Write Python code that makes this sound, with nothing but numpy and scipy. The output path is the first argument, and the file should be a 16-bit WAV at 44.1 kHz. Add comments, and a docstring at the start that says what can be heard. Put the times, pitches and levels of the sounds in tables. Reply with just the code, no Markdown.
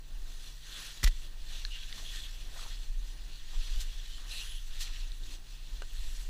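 """Wind rumbles in gusts over a far hum, then rain gear swishes: digging for a clam on a tidal flat.
A gloved arm works in a wet sand hole, heard from a camera worn on the body.
Cloth and grit are filtered friction noise; squelches are damped bubbles; ticks are dying sines.
Once the camera's case is knocked, ringing in its modes, with a low pulse that falls in pitch.
Wind is levelled low noise under a moving strength; shore noise and wavering tones lie beneath."""
import sys
import numpy as np
from scipy import signal
from scipy.fft import rfft, irfft
from scipy.io import wavfile
from scipy.ndimage import uniform_filter1d

SR = 44100
rng = np.random.default_rng(int(sys.argv[2]) if len(sys.argv) > 2 else 0)


def int16_out(signal):
    """Quantize to a 16-bit WAV file."""
    q = np.round(np.clip(np.atleast_2d(signal).T, -1, 1) * 32767)
    wavfile.write(sys.argv[1], SR, q.astype(np.int16))


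N = 277389
T = np.arange(N) / SR  # time in seconds

# Spectrum of rain gear and grit rubbing. Each row: frequency in Hz, relative density in dB per Hz.
RUB_SPECTRUM = [(150, -63), (400, -14), (750, -17), (1250, -10), (1650, -9.5), (2200, -8.5), (2700, -2),
                (3500, 1), (4300, -1.5), (4900, -4), (7600, -7.5), (8900, -15), (11000, -16.5),
                (15000, -28)]
# Resonances and notches of the camera's case. Each row: centre in Hz, width in Hz, lift in dB.
CASE_RESONANCES = [(1562, 53, 6), (1838, 240, 8), (2680, 600, 2), (3230, 97, -7), (3310, 190, 5),
                   (3860, 49, -2.5), (3900, 260, 2), (4280, 260, 4), (4600, 86, -2.5), (5440, 100, -5),
                   (5860, 126, 4.5), (7100, 67, -8), (7390, 330, -1), (10250, 320, 4), (11560, 400, 1.5),
                   (12600, 630, 3), (13900, 640, 9)]


def amp(db):
    """Decibel law: the amplitude gain of a level."""
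    return 10 ** (np.asarray(db) / 20)


def unit(x):
    """Normalisation: scales a signal to rms 1."""
    return x / np.sqrt(np.mean(x ** 2) + 1e-20)


def add(mix, s, sound):
    """Superposition: adds a sound into the mix, starting at s seconds."""
    start = max(round(s * SR), 0)
    part = mix[start:][:len(sound)]
    part += sound[:len(part)]


def resonance(hz, centre, width):
    """Resonance curve: 1 at the centre, one half at half the width to either side."""
    return 1 / (1 + (2 * (hz - centre) / width) ** 2)


def colour(x, points, modes=()):
    """Linear filtering: shapes the spectrum by points in Hz and dB, lifted at the resonances."""
    hz = np.fft.rfftfreq(len(x), 1 / SR)
    point_hz, point_db = np.transpose(points)
    db = np.interp(np.log(hz + 1), np.log(point_hz + 1), point_db)
    for centre, width, lift in modes:
        db = db + lift * resonance(hz, centre, width)
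    return irfft(rfft(x) * amp(db), len(x))


def wander(rate):
    """Low-passed noise: slow random motion of rms 1, fading out above about rate in Hz."""
    hz = np.fft.rfftfreq(N, 1 / SR)
    lowpass = np.exp(-(hz / rate) ** 2)
    return unit(irfft(rfft(rng.standard_normal(N)) * lowpass, N))


def friction(per_s, spread_db, share):
    """Stick-slip: countless tiny slips hiss, and a share of the power comes as separate grains."""
    sizes = amp(spread_db * np.minimum(rng.exponential(1, N), 4))
    signed_sizes = sizes * rng.choice([-1, 1], N)
    grains = unit(signed_sizes * (rng.random(N) < per_s / SR))
    return np.sqrt(share) * grains + np.sqrt(1 - share) * rng.standard_normal(N)


def stroke(s, length, edge=0.57):
    """Amplitude envelope: one movement swells, holds and fades; edge is the tapered share."""
    out = np.zeros(N)
    add(out, s, signal.windows.tukey(max(int(length * SR), 8), edge))
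    return out


def ring(modes, rise=0.00047):
    """Modal decay: a sum of dying sines given as Hz, dB and t60 in seconds, with a soft onset."""
    t = T[:SR // 5]
    onset = 1 - np.exp(-t / rise)
    return sum(amp(db - 60 * t / t60) * np.sin(2 * np.pi * hz * t) for hz, db, t60 in modes) * onset


def patchy(x, depth_db, order=9, size=6):
    """Spectral modulation: shifting patches, order bins wide and size frames long, rise and sink."""
    z = signal.stft(x, nperseg=512)[2]
    field = uniform_filter1d(rng.standard_normal(z.shape), order, axis=0)
    field = uniform_filter1d(field, size, axis=1)
    return unit(signal.istft(z * amp(depth_db * unit(field)), nperseg=512)[1][:N])


def swish(peak_s, db, rise_s, fall_s):
    """Friction power follows speed: one movement gathers speed up to its peak, then slows."""
    drop_db, roundness = 10.5, 1.34  # fall over one rise or fall time; shape of the top
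    away = np.maximum((peak_s - T) / rise_s, (T - peak_s) / fall_s)
    return amp(db - drop_db * np.minimum(away, 5) ** roundness) ** 2


def rubbing(level_db=-0.27, flutter_db=0.78, flutter_hz=60, patchy_db=1.63):
    """Sliding friction: sleeve and glove rub on wet sand, each swish with its own brightness."""
    # One swish for each movement of the arm. Each row: fastest moment in seconds, level in dB
    # before the common trim, rise in seconds, fall in seconds, treble against the body in dB.
    arm_movements = [(0.32, -58.5, 0.17, 0.14, -4), (0.46, -54, 0.097, 0.12, -5),
                     (0.81, -46, 0.17, 0.24, -7), (1.26, -55.5, 0.33, 0.03, -7.5),
                     (1.56, -49, 0.14, 0.19, -9), (1.76, -50.5, 0.054, 0.15, -13),
                     (1.99, -50, 0.17, .05, -8), (2.16, -48.5, 0.24, 0.18, -6),
                     (2.43, -55, 0.15, 0.084, -8.5), (2.6, -49, .1, 0.16, -6.5), (2.72, -50, .04, .08, -15),
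                     (2.84, -56, .07, 0.077, -7.5), (3.09, -57, .18, .09, -7),
                     (3.33, -55.5, 0.17, 0.18, -10.5), (3.68, -49, .24, 0.42, -10),
                     (4.13, -55.5, 0.3, 0.32, -7), (4.32, -48, 0.047, 0.31, -5),
                     (4.78, -51, 0.13, 0.13, -10), (4.872, -47.5, 0.039, .04, -14),
                     (4.96, -50, 0.1, 0.16, -11), (5.34, -52.5, 0.19, .03, -7),
                     (5.52, -57.5, .09, .2, -7.5), (5.75, -57, .18, 0.22, -11),
                     (5.99, -53.5, 0.16, 0.37, -6.5), (6.21, -57.5, 0.16, .09, -1)]
    rest_db, rest_treble_db = -66, -3  # the gear never keeps quite still
    body_power = amp(rest_db) ** 2
    treble_power = amp(rest_db + rest_treble_db) ** 2
    for s, db, rise, fall, bright_db in arm_movements:
        power = swish(s, db, rise, fall)
        body_power = body_power + power
        treble_power = treble_power + power * amp(bright_db) ** 2
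    slips = friction(per_s=1500, spread_db=2.0, share=0.25)
    hiss = patchy(colour(slips, RUB_SPECTRUM, CASE_RESONANCES), patchy_db)
    highpass = signal.butter(3, 6300, "high", fs=SR, output="sos")
    treble = signal.sosfiltfilt(highpass, hiss)
    body = unit(hiss - treble) * np.sqrt(body_power)
    sound = body + unit(treble) * np.sqrt(treble_power)
    return sound * amp(level_db + flutter_db * wander(flutter_hz))  # the contact flutters


def slides(level_db=-1):
    """Resonant friction: sliding fabric hisses in a narrow band."""
    # A sleeve slides. Each row: start in seconds, length in seconds,
    # level in dB before the common trim, band centre in Hz, band width in Hz.
    sleeve_slides = [(0.636, 0.32, -60.5, 1400, 700), (0.717, 0.093, -49.5, 3500, 900),
                     (1.524, 0.092, -52.5, 3720, 900), (1.702, 0.073, -48.5, 2870, 220),
                     (1.714, 0.14, -50.5, 3030, 1600), (2.022, 0.27, -49, 3350, 935),
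                     (2.125, 0.08, -54.5, 1820, 300), (4.04, 0.16, -56.5, 3070, 250),
                     (4.301, 0.15, -50, 2660, 500), (4.291, .14, -46.5, 4100, 900),
                     (4.27, .34, -60, 10500, 1100), (4.399, 0.21, -51, 3150, 600)]
    hz, out = np.fft.rfftfreq(N, 1 / SR), np.zeros(N)
    slips = friction(per_s=900, spread_db=-3.0, share=0.77)
    spectrum = rfft(colour(slips, RUB_SPECTRUM, CASE_RESONANCES))
    for s, length, db, centre, width in sleeve_slides:
        band = unit(irfft(spectrum * resonance(hz, centre, width), N))
        out += amp(db + level_db) * band * stroke(s, length, edge=0.32)
    return out


def scrapes():
    """Granular friction: coarse sand dragged over something hard bites quickly and crumbles away."""
    # Each row: peak in seconds, level in dB, rise in seconds, fall in seconds.
    gritty_drags = [(3.808, -40.5, 0.0077, 0.024), (4.816, -38, 0.018, 0.033), (5.335, -52, 0.027, .03)]
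    # Spectrum of the grit. Each row: frequency in Hz, relative density in dB per Hz.
    grit_spectrum = [(500, -36), (1200, -9), (2200, -6.5), (3200, 5), (7500, 2), (9000, -4.5),
                     (14500, -15.5)]
    slips = friction(per_s=6400, spread_db=4.0, share=0.57)
    grit = unit(colour(slips, grit_spectrum, CASE_RESONANCES))
    return grit * np.sqrt(sum(swish(*row) for row in gritty_drags))


def squelches(per_s=500, scatter=0.088, cycles=9, glide=0.056):
    """Bubble resonance: each squeeze frees a cluster of heavily damped bubbles that rise in pitch."""
    # Water squeezed out of the sand. Each row: start in seconds, span of bubble starts in seconds,
    # level in dB, middle of the bubbles' starting pitches in Hz.
    squeezes = [(1.978, 0.034, -61, 980), (2.521, .05, -65, 670), (2.558, 0.13, -58, 1150),
                (3.53, 0.022, -58.5, 1030), (4.177, 0.1, -63.5, 1280), (4.806, .1, -65.5, 1270),
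                (5.209, 0.16, -65, 304)]
    out, t = np.zeros(N), T[:SR // 25]
    for s, length, db, pitch in squeezes:
        cluster = np.zeros(int(length * SR) + len(t))
        for when, size, spread in rng.random((int(per_s * length) + 1, 3)):
            hz = pitch * np.exp(scatter * 2 * (2 * spread - 1))
            age = hz * t / cycles  # reaches 1 when the bubble has sunk by 60 dB
            bubble = amp(-60 * age) * np.sin(2 * np.pi * hz * t * (1 + glide * age))
            add(cluster, when * length, (1 + size) * bubble)
        level = np.sqrt(length * SR / np.sum(cluster ** 2))
        add(out, s, amp(db) * cluster * level)
    return out


def ticks():
    """Impulse response: snaps and drips in the wet sand ring as one or a few dying sines."""
    # One dying sine a row; rows close together build one tick.
    # Each row: start in seconds, level in dB before the ring's gain, pitch in Hz, t60 in seconds.
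    snap_sines = [(1.6504, -18.5, 4200, 0.0056), (1.6508, -34.5, 1690, 0.016), (1.6508, -29, 2730, 0.0047),
                  (1.906, -38, 4250, .006), (1.9265, -22, 3480, 0.0036), (1.9272, -29, 4630, .005),
                  (1.928, -37, 1960, 0.01), (2.026, -55, 680, 0.053), (2.561, -53, 687, 0.063),
                  (2.592, -40.5, 1250, 0.017), (2.654, -51, 960, 0.031), (4.876, -38, 2150, 0.0089),
                  (5.075, -45, 3900, 0.0054), (5.1192, -32, 3880, 0.0061), (5.119, -42, 10000, .002),
                  (5.187, -44, 11500, .003), (5.236, -37.5, 3730, 0.0089), (5.935, -43, 11630, .005)]
    out = np.zeros(N)
    for s, db, hz, t60 in snap_sines:
        add(out, s, amp(db) * ring([(hz, 2, t60)], rise=0.00037))
    return out


def plops():
    """Cavity resonance: suction lets go, and brief noise is coloured by the wet hole."""
    # Each row: start in seconds, length in seconds, level in dB.
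    releases = [(5.818, .008, -45.5), (5.8202, 0.0027, -45), (5.824, 0.015, -53)]
    # Spectrum of the suction. Each row: frequency in Hz, relative density in dB per Hz.
    suction_spectrum = [(150, -12), (450, 4), (1600, 0), (2200, -6), (3800, -4), (5500, -7), (8200, -5),
                        (11000, -24)]
    # Resonances of the hole. Each row: centre in Hz, width in Hz, lift in dB.
    hole_resonances = [(490, 240, 6), (890, 250, 4.9), (1520, 170, 17), (2780, 500, 13)]
    gulp = unit(colour(rng.standard_normal(N), suction_spectrum, hole_resonances))
    return gulp * sum(amp(db) * stroke(s, length) for s, length, db in releases)


def knock(chatter_db=-44):
    """Impact excitation: quick blows ring the case's modes and crack, while it chatters in its mount."""
    # Each row: start in seconds, gain of the ring in dB, crack level in dB, crack t60 in seconds.
    blows = [(1.031, -26.5, -35.5, 0.041), (1.039, -43, -24.5, 0.038), (1.0433, -26.5, -28, 0.017),
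             (1.0632, -30, -44, 0.01), (1.074, -25.5, -40, 0.008), (1.077, -36, -34, 0.027)]
    # Modes of the camera's case. Each row: frequency in Hz, relative level in dB, t60 in seconds.
    shell_modes = [(1150, -15, .012), (1560, -10, .022), (1840, -6, .016), (1960, -1, .022),
                   (2140, -9, .02), (2350, -7, .016), (2760, -12, .016), (3130, -13, .03), (3760, -14, .03),
                   (4480, -12, .025), (5380, -11, .025), (5900, -14, .025), (6900, -15, .02)]
    # Spectrum of each blow's grating. Each row: frequency in Hz, relative density in dB per Hz.
    crack_spectrum = [(150, 10.5), (400, -9.5), (800, -18), (1200, -6), (3000, -3), (4500, 0), (7300, -3),
                      (8800, -8), (10500, -7.5), (15000, -9.5)]
    out, cracks, t = np.zeros(N), np.zeros(N), T[:SR // 2]
    for s, ring_db, crack_db, t60 in blows:
        add(out, s, amp(ring_db) * ring(shell_modes))
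        add(cracks, s, amp(crack_db - 60 * t / t60))
    out += cracks * unit(colour(rng.standard_normal(N), crack_spectrum))
    chatter = unit(colour(rng.standard_normal(N), RUB_SPECTRUM, CASE_RESONANCES))
    return out + amp(chatter_db) * stroke(blows[0][0], 0.063, edge=0.17) * chatter


def low_pulse(start_s=1.042, final_hz=26.8, peak_db=-15.5, extra_hz=30, settle_s=0.02, crest_s=0.02):
    """Falling-pitch low pulse: the recorder's high-pass answers the knock with a dying thump."""
    out, t = np.zeros(N), T[:SR // 2]
    turns = np.cumsum(final_hz + extra_hz * np.exp(-t / settle_s)) / SR
    swell = t / crest_s * np.exp(1 - t / crest_s)  # reaches 1 at crest_s
    add(out, start_s, -amp(peak_db) * swell * np.sin(2 * np.pi * turns))
    return out


def wind(lumpy_db=1.0, lumpy_hz=9):
    """Turbulent pressure: eddies buffet the case in an uneven breeze with a few stronger gusts."""
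    # Strength of the breeze before its lumps. Each row: time in seconds, level in dB.
    breeze_strength = [(0.0, -45), (0.3, -40), (0.75, -47.5), (1.0, -44.5), (1.5, -36.5), (2.2, -41),
                       (2.7, -37.5), (3.3, -40.5), (3.9, -34), (4.35, -40.5), (4.7, -35.5), (5.1, -36),
                       (5.5, -42.5), (6.28, -34.5)]
    # Single gusts on top of it. Each row: start in seconds, length in seconds, level in dB.
    gust_times = [(0.096, 0.19, -35.5), (1.12, .15, -35), (2.844, 0.23, -32.5), (3.525, 0.14, -28),
                  (3.668, 0.21, -29), (5.717, 0.097, -32), (5.911, 0.25, -32.5)]
    # Spectrum of the eddies. Each row: frequency in Hz, relative density in dB per Hz.
    rumble_spectrum = [(8, -8.5), (18, 5), (27, 7), (35, 1), (48, -14), (62, -27), (80, -46), (110, -60),
                       (200, -64)]
    breeze_db = np.interp(T, *np.transpose(breeze_strength))
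    breeze = amp(breeze_db + lumpy_db * wander(lumpy_hz))
    gusts = sum(amp(db) * stroke(s, length, edge=0.59) for s, length, db in gust_times)
    eddies = colour(rng.standard_normal(N), rumble_spectrum)
    # A running rms evens the noise out, so that breeze and gusts alone set its level.
    eddies /= np.sqrt(uniform_filter1d(eddies ** 2, size=SR // 12, mode="wrap") + 1e-20)
    return eddies * np.hypot(breeze, gusts)


def background(wash_db=-61, drift_hz=0.59, waver_db=0.1):
    """Incoherent sum: the open shore's wash of noise, and steady tones that waver a little."""
    # Spectrum of sea and air far off. Each row: frequency in Hz, relative density in dB per Hz.
    air_spectrum = [(70, 9), (110, 4.5), (180, -0.5), (240, -1.5), (350, -3), (520, -7), (900, -6.5),
                    (2000, -14), (4000, -8.5), (8000, -21.5), (15000, -31.5)]
    # A far engine's two low hums and the camera's own thin electronic whine.
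    # Each row: mean pitch in Hz, rms level in dB.
    steady_tones = [(136.2, -68), (272.6, -77.5), (15081, -77.5)]
    wash = unit(colour(rng.standard_normal(N), air_spectrum, CASE_RESONANCES))
    out = amp(wash_db + 2.2 * wander(5.9)) * wash
    for hz, db in steady_tones:
        turns = np.cumsum(hz + drift_hz * wander(5.2)) / SR
        out += np.sqrt(2) * amp(db + waver_db * wander(4.5)) * np.sin(2 * np.pi * turns)
    return out


def scene():
    """Superposition: every source adds at the one microphone."""
    digging = rubbing() + slides() + scrapes() + squelches() + ticks() + plops()
    return (digging + knock() + low_pulse() + wind() + background())[None]


def record(dry, edge_hz=15350):
    """Band limitation: a linear-phase low-pass ends the recorder's treble."""
    lowpass = signal.firwin(511, edge_hz, window=("kaiser", 9), fs=SR)
    return signal.oaconvolve(dry, lowpass[None], "same")


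dry = scene()
out = record(dry)
int16_out(out)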